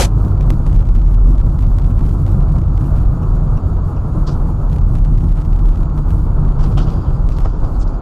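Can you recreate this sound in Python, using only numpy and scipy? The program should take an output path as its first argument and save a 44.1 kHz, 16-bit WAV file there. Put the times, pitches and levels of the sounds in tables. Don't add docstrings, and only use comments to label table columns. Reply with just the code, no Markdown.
import sys
import numpy as np
from scipy import signal
from scipy.fft import rfft, irfft, next_fast_len
from scipy.io import wavfile
from scipy.ndimage import uniform_filter1d, map_coordinates

SR = 44100
rng = np.random.default_rng(int(sys.argv[2]) if len(sys.argv) > 2 else 0)


def invert_db(x):
    u = np.asarray(x, float) / 20
    return 10 ** u


def to_wav(sig):
    pcm = np.clip(np.atleast_2d(sig), -1, 1) * 32767
    pcm = np.round(pcm).astype(np.int16)
    wavfile.write(sys.argv[1], SR, pcm.T)


N = 353241

# pitch_hz, level_db (per Hz)
HISS_COLOUR = [(1100, -28.5), (2000, 10.5), (3700, 4.5), (4700, 8), (5700, -16), (6900, 9.5), (7200, -14),
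               (7400, -39), (8500, -26), (9600, -22), (10400, 5.5), (12200, -16.5), (12900, -31.5),
               (14400, -8.5)]
# pitch_hz, level_db (rms)
CIRCUIT_WHINE = [(7128, -80), (7183, -83), (10432, -83)]
# pitch_hz, threshold_db
TREBLE_THRESHOLD = [(3500, -14), (5700, -5), (7400, -2), (8500, -1), (9500, 3), (11500, 6), (12300, 6),
                    (13200, 2), (14500, 2)]
# start_s, peak_db
GAIN_EDGES = [(.2502, -39), (.4102, -32), (.5382, -40), (.6662, -33), (.6982, -40), (.7302, -37),
              (.7622, -36), (.7942, -35), (.8902, -35), (.9542, -36), (1.0182, -40), (1.1462, -36),
              (1.7862, -31), (2.2662, -36), (2.5862, -40), (2.7782, -34), (4.7302, -34), (4.7622, -37),
              (4.9542, -34), (4.9862, -36), (5.0502, -35), (5.4022, -39), (5.5622, -38), (5.6582, -37),
              (5.9782, -36), (6.1062, -34), (7.2902, -32), (7.3222, -37), (7.3862, -30), (7.4182, -41)]
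# start_s, peak_db
OVERLOAD_CORNERS = [(.4268, -40), (.5044, -20), (.6776, -39), (.7517, -39), (.8075, -39), (.9627, -36),
                    (1.3817, -36), (1.4139, -38), (1.5911, -34), (1.6254, -38), (1.6361, -40),
                    (1.8231, -40), (1.8449, -38), (1.9924, -40), (2.065, -39), (2.0927, -39), (2.1127, -39),
                    (2.2806, -40), (2.565, -39), (4.7177, -40), (4.7852, -37), (4.9671, -40), (5.0602, -39),
                    (5.1828, -37), (5.4207, -39), (5.6915, -39), (5.7577, -39), (5.8327, -39),
                    (6.1154, -39), (7.4049, -37)]
# start_s, end_s, rate_per_s
CRACKLE_SPELLS = [(.12, 1.15, 8), (1.26, 1.5, 14), (1.55, 1.68, 30), (1.78, 2.2, 16), (2.26, 3.06, 26),
                  (4.68, 4.84, 20), (5.13, 5.48, 45), (5.5, 6.11, 16), (6.45, 6.53, 40), (7.27, 7.42, 20)]
# start_s, peak_db
LONE_STEPS = [(3.0532, -43), (3.5734, -43), (3.7702, -42), (7.1073, -42), (5.1782, -40), (2.0102, -41),
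              (5.5302, -41)]
# start_s, suspension_load_db, quiet_sound_gain_db
DRIVE = [(0.1, -14.5, -37.5), (0.3, -14.5, -34.5), (0.91, -17.5, -40), (2.44, -15, -37), (2.56, -14.5, -38),
         (2.72, -15.5, -38.5), (3.01, -16, -36), (4.35, -17.5, -36), (5.23, -14.5, -40), (5.65, -17, -37.5),
         (6.8, -15, -35), (6.97, -15, -34.5), (7.17, -15.5, -36.5), (7.19, -17.5, -37), (7.68, -22, -36),
         (7.88, -23.5, -37.5), (7.92, -25, -35.5), (8.01, -25, -38.5)]
# pitch_hz, level_db (per Hz)
PAN_COLOUR = [(6, -21), (14, 2), (24, 2.5), (52, 9.5), (70, 7), (100, 10), (125, -12.5), (200, -77)]
# pitch_hz, level_db (per Hz)
DRUM_COLOUR = [(90, -15.5), (120, 0), (145, 3), (170, -3), (200, -11.5), (260, -78.5)]
# pitch_hz, level_db (per Hz)
BLOCK_COLOUR = [(150, -32), (200, -0.5), (243, 4.5), (275, -3), (320, 1), (380, -9), (480, -45.5)]
# pitch_hz, level_db (per Hz)
ROAR_COLOUR = [(260, 4.5), (400, 3), (480, 1), (650, -0.5), (1000, -2.5), (1350, -5.5), (1550, -16),
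               (1800, -26), (2300, -54)]
# start_s, swell_db
POTHOLES = [
    (.51, 1.5),
    (2.47, 5),
    (3.21, 3),
    (5.17, 3),
    (6.38, 1),
    (6.78, 2),
    (7.12, 0),
]
# start_s, swell_db
ENGINE_SURGES = [
    (1.62, 3),
    (2.2, 2.5),
    (2.55, 1.5),
    (5.6, 2),
    (6.2, 3),
    (7.9, -2),
]
# start_s, pitch_hz, level_db
CABIN_BOOM = [(0.0, 48.3, -18), (0.62, 42.44, -13), (1.25, 42.43, -5.5), (1.54, 50.1, -18.5),
              (1.65, 42.5, -11), (2.68, 42.55, -15), (3.01, 52.72, -15.5), (3.23, 37.0, -16),
              (3.7, 37.32, -23), (3.81, 44.07, -19.5), (4.13, 45.4, -22), (4.37, 37.0, -17.5),
              (5.24, 39.57, -16), (5.4, 37.0, -11.5), (6.31, 48.5, -18), (6.8, 42.2, -16.5),
              (7.97, 42.5, -14.5), (8.01, 42.1, -33.5)]
# start_s, pitch_hz, level_db
BODY_SHAKE = [(0.0, 31.17, -25), (0.89, 32.91, -13.5), (1.31, 30.3, -17.5), (1.83, 33.03, -15),
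              (2.16, 28.5, -22.5), (2.63, 33.04, -17), (2.77, 29.3, -20.5), (3.55, 30.98, -20),
              (3.86, 23.47, -27), (4.06, 31.2, -20.5), (4.91, 32.93, -13.5), (6.22, 32.9, -17),
              (6.42, 27.63, -11.5), (7.03, 27.5, -22.5), (7.45, 23.57, -18), (7.76, 23.73, -16.5),
              (7.92, 32.1, -17.5), (8.01, 32.66, -33.5)]
# start_s, level_db
DEBRIS_FADE = [(0, -18), (.02, -18), (.035, -22), (.055, -24.5), (.062, -35), (.075, -45.5), (.09, -59.5),
               (.11, -110)]
# pitch_hz, level_db (per Hz)
SHARD_COLOUR = [(150, -33), (250, -9.5), (484, -6.5), (555, -4), (614, -15.5), (668, -6), (1110, -14.5),
                (1210, -16.5), (3400, -19), (5380, -20.5), (6160, -19), (14400, -29)]
# pitch_hz, level_db, t60_s
SHEET_METAL = [(390, -23.5, .15), (562, -24, .15), (740, -27, .12), (6430, -30, .05)]
# pitch_hz, width_hz, level_db
TRIM_MODES = [(2300, 900, -5), (3250, 450, -4), (4750, 700, -5), (6050, 500, -9), (7100, 500, -10),
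              (8600, 600, -12), (10500, 500, -16)]
# pitch_hz, width_hz, level_db
PANEL_MODES = [(330, 220, 0.5), (800, 360, 2), (1270, 370, 2.5)]
# start_s, peak_db
DASH_TICKS = [
    (2.852, -43),
    (3.228, -38),
    (3.569, -34.5),
    (3.964, -37.5),
]
# pitch_hz, width_hz, level_db, thud_db, t60_s
TICK_PARTS = [(2726, 420, -0.5, -7, 0.053), (5500, 900, -4, -9, .045)]
# start_s, rattle_peak_db, part_pitch_hz, part_width_hz, thud_over_rattle_db
BODY_BLOWS = [(4.267, -31.5, 4820, 3500, -6), (4.274, -31, 4570, 2400, 7.5), (4.311, -36.5, 4750, 5000, 6),
              (4.34, -48, 4198, 4000, 1), (6.59, -39, 3299, 7000, 13), (6.627, -35, 3606, 7000, 8),
              (6.649, -38.5, 2600, 4000, -2), (6.712, -41.5, 3290, 5000, 2), (6.772, -25.5, 3080, 1200, -1),
              (6.774, -33, 3600, 7000, 9.5), (6.799, -34, 4300, 3200, 12), (6.822, -35, 4230, 3000, -6),
              (7.363, -39, 4044, 4500, -9), (7.452, -47, 3600, 5000, 19), (7.634, -42, 4070, 5000, 12),
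              (7.794, -44.5, 7000, 3500, -12), (7.871, -41, 4570, 5000, -1), (7.93, -47.5, 4470, 4000, -4)]
# start_s, peak_db, pitch_hz, thud_db
TRIM_SNAPS = [
    (4.281, -35, 2992, 4),
    (6.604, -35, 4000, 10),
    (6.63, -37, 5500, 1),
    (6.777, -29, 5500, 4),
    (7.445, -34.5, 3600, 19),
    (7.812, -31, 5500, -8),
]
# start_s, peak_db, pitch_hz, thud_db
TRIM_KNOCKS = [
    (6.864, -40, 3170, 5),
    (7.021, -50, 4670, 3),
    (7.056, -41.5, 3120, 10),
    (7.14, -47.5, 4700, 3),
    (7.744, -46, 4300, 3),
]
# start_s, peak_db, pitch_hz, width_hz
TRIM_SHIVER = [
    (6.9, -57, 4780, 450),
    (6.86, -50.5, 3400, 4600),
    (7.3, -55, 5000, 6000),
    (7.45, -56.5, 4300, 6000),
]

LOUDEST_SWING_DB = -7


def unit(x):
    return x / np.sqrt(np.mean(x ** 2) + 1e-20)


def curves(rows):
    s, *columns = np.transpose(rows)
    return [np.interp(np.arange(N) / SR, s, column) for column in columns]


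def wobble(rate):
    knots = rng.standard_normal(int(N * rate / SR) + 4)
    return map_coordinates(knots, [np.arange(N) * rate / SR])


def swells(rows, width_s):
    t = np.arange(N) / SR
    return sum(db * np.exp(-((t - s) / width_s) ** 2) for s, db in rows)


def filtered(x, response):
    n = x.shape[-1]
    padded = next_fast_len(n + 8192)
    return irfft(rfft(x, padded) * response(np.fft.rfftfreq(padded, 1 / SR)), padded)[..., :n]


def noise(spectrum, shape=N):
    f, db = np.transpose(spectrum)
    white = rng.standard_normal(shape)
    return unit(filtered(white, lambda hz: invert_db(np.interp(np.log(hz + 1), np.log(f + 1), db))))


def resonances(modes):
    def response(f):
        return sum((-1) ** k * invert_db(db) * 1j * f * width / (hz * hz - f * f + 1j * f * width)
                   for k, (hz, width, db) in enumerate(modes))
    return response


def electronics():
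    t = np.arange(N) / SR
    whine = sum(np.sqrt(2) * invert_db(db) * np.sin(2 * np.pi * hz * t) for hz, db in CIRCUIT_WHINE)
    slow_gain_db = uniform_filter1d(curves(DRIVE)[1], size=SR // 2)
    hiss_db = -61.5 + 0.83 * (slow_gain_db + 37) + 0.46 * wobble(36)
    return invert_db(hiss_db) * noise(HISS_COLOUR) + whine


def clicks():
    strong = GAIN_EDGES + OVERLOAD_CORNERS
    edges = np.arange(.0262, N / SR, .032)
    edges = edges[rng.random(len(edges)) < .4]
    faint = []
    for start, end, rate in CRACKLE_SPELLS:
        faint.append(rng.uniform(start, end, round(rate * (end - start))))
        faint.append(edges[(edges > start) & (edges < end)])
    neighbours = np.transpose(strong)[0] + .022 * rng.standard_normal(len(strong))
    faint = np.concatenate(faint + [neighbours])
    faint_db = -42 + rng.standard_normal(len(faint))
    return list(zip(faint, faint_db)) + strong + LONE_STEPS


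def gain_steps(cabin):
    jumps = np.zeros(N)
    for s, db in clicks():
        i = round(s * SR)
        jumps[i] = -np.sign(cabin[i]) * invert_db(db + 12)
    leak = np.exp(-np.arange(SR // 20) / SR / 0.0016)
    edge = signal.fftconvolve(jumps, leak)[:N]
    smear = signal.fftconvolve(jumps ** 2, np.hanning(SR // 120), "same")
    grit_colour = [(1200, 1.5), (2000, -1.5), (7000, -12.0), (14500, -13.5)]
    grit = invert_db(-23.5) * np.sqrt(np.abs(smear)) * noise(grit_colour)
    return filtered(edge, lambda hz: 1 / (1 + 1j * hz / 11000) ** 2) + grit


def thinned(x, whim_db):
    hz, _, z = signal.stft(x, SR, nperseg=2048)
    whim = rng.standard_normal((len(hz) // 20 + 1, z.shape[-1]))
    whim = np.repeat(whim, 20, axis=0)[:len(hz)]
    usual = uniform_filter1d(np.median(np.abs(z), axis=-1, keepdims=True), 70, axis=-2)
    threshold_db = np.interp(hz, *np.transpose(TREBLE_THRESHOLD))[:, None] + whim_db * whim
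    bar = usual * invert_db(threshold_db) * (hz[:, None] > TREBLE_THRESHOLD[0][0])
    return signal.istft(z * (np.abs(z) >= bar), SR, nperseg=2048)[1][..., :N]


def road():
    load_db, gain_db = curves(DRIVE)
    bumps = wobble(16)
    pan_db = -16.5 + 0.87 * (load_db + 16.5)
    drum_db = -21 + (load_db + 16) + swells(POTHOLES, 0.094) + 1.5 * bumps
    block_db = -32 + 0.34 * (load_db + 15.5) + 0.067 * (gain_db + 36.5)
    block_db = block_db + swells(ENGINE_SURGES, 0.13) + 2.18 * bumps + 1.17 * wobble(45)
    roar_db = gain_db + 5.0 + 0.62 * bumps + 1.27 * wobble(40)
    pan = invert_db(pan_db) * noise(PAN_COLOUR)
    drum = invert_db(drum_db) * noise(DRUM_COLOUR)
    block = invert_db(block_db) * noise(BLOCK_COLOUR)
    roar = invert_db(roar_db) * noise(ROAR_COLOUR)
    return pan + drum + block + roar


def drone(rows, rate, rough):
    hz, db = curves(rows)
    db = np.minimum(db, LOUDEST_SWING_DB)
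    share = rough + 0.047 * (LOUDEST_SWING_DB - db)
    drive = (1 + share * (wobble(rate) + 1j * wobble(rate))) / np.sqrt(1 + 2 * share ** 2)
    return invert_db(db) * unit(np.real(drive * np.exp(2j * np.pi * np.cumsum(hz) / SR)))


def debris():
    t = np.arange(N) / SR
    spray = invert_db(curves(DEBRIS_FADE)[0] + 1.2 * wobble(250))
    mid, side = spray * noise(SHARD_COLOUR, (2, N)) * invert_db([[1.2], [-4.5]])
    ring = sum(invert_db(db - 60 * t / t60) * np.sin(2 * np.pi * hz * t) for hz, db, t60 in SHEET_METAL)
    mid = mid + ring * invert_db(2.5 * wobble(120))
    stereo = np.array([mid + side, mid - side]) * invert_db([[.7], [-.7]])
    return filtered(stereo, lambda hz: 1 / (1 + (hz / [[13500], [12300]]) ** 12))


def strikes():
    ticks = [(s, db + part_db, hz, width, thud_db, t60)
             for s, db in DASH_TICKS for hz, width, part_db, thud_db, t60 in TICK_PARTS]
    blows = [(*blow, .11) for blow in BODY_BLOWS]
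    snaps = [(s, db, hz, 6500, thud_db, 0.072) for s, db, hz, thud_db in TRIM_SNAPS]
    knocks = [(s, db, hz, 900, thud_db, .1) for s, db, hz, thud_db in TRIM_KNOCKS]
    shiver = [(s, db, hz, width, 4.5, 1) for s, db, hz, width in TRIM_SHIVER]
    return ticks + blows + snaps + knocks + shiver


def bangs():
    out, t = np.zeros(N + SR), np.arange(SR // 2) / SR
    clump_t = t[::round(.003 * SR)]
    trim, panel = resonances(TRIM_MODES), resonances(PANEL_MODES)
    for s, db, part_hz, width_hz, thud_db, t60 in strikes():
        swell = (1 - np.exp(-t / 0.0088)) ** 2 * invert_db(-60 * t / t60)
        chatter = rng.standard_normal((2, len(t))) * invert_db(5.5 * rng.standard_normal((2, len(t))))
        chatter = chatter * invert_db(3 * np.interp(t, clump_t, rng.standard_normal(len(clump_t))))
        part = resonances([(part_hz, width_hz, 0)])
        rattle = filtered(chatter[0], lambda f: (.5 + np.abs(trim(f))) * part(f) ** 2 / (1 + (f / 9200) ** 6))
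        thud = filtered(chatter[1], lambda f: panel(f) / (1 + 1j * f / 2000) ** 4)
        rattle = invert_db(db + 1.5) * unit(rattle)
        thud = invert_db(db + thud_db + 7.5) * unit(thud) * invert_db(-60 * t / 0.38)
        out[round((s - .004) * SR):][:len(t)] += swell * (rattle + thud)
    return out[:N]


def scene():
    swing = drone(CABIN_BOOM, 14, rough=.12) + drone(BODY_SHAKE, 16, rough=.2)
    cabin = swing + road() + bangs()
    ceiling = np.where(cabin > 0, .67, .65)
    squashed = cabin / (1 + np.abs(cabin / ceiling) ** 14) ** (1 / 14)
    camera = squashed + gain_steps(squashed) + electronics()
    return thinned(camera, whim_db=3) + debris()


def band_limit(x):
    return signal.sosfilt(signal.butter(12, 14540, fs=SR, output="sos"), x)


def record(dry):
    mix = filtered(dry, lambda hz: hz < 14490)
    return band_limit(mix)


dry = scene()
out = record(dry)
to_wav(out)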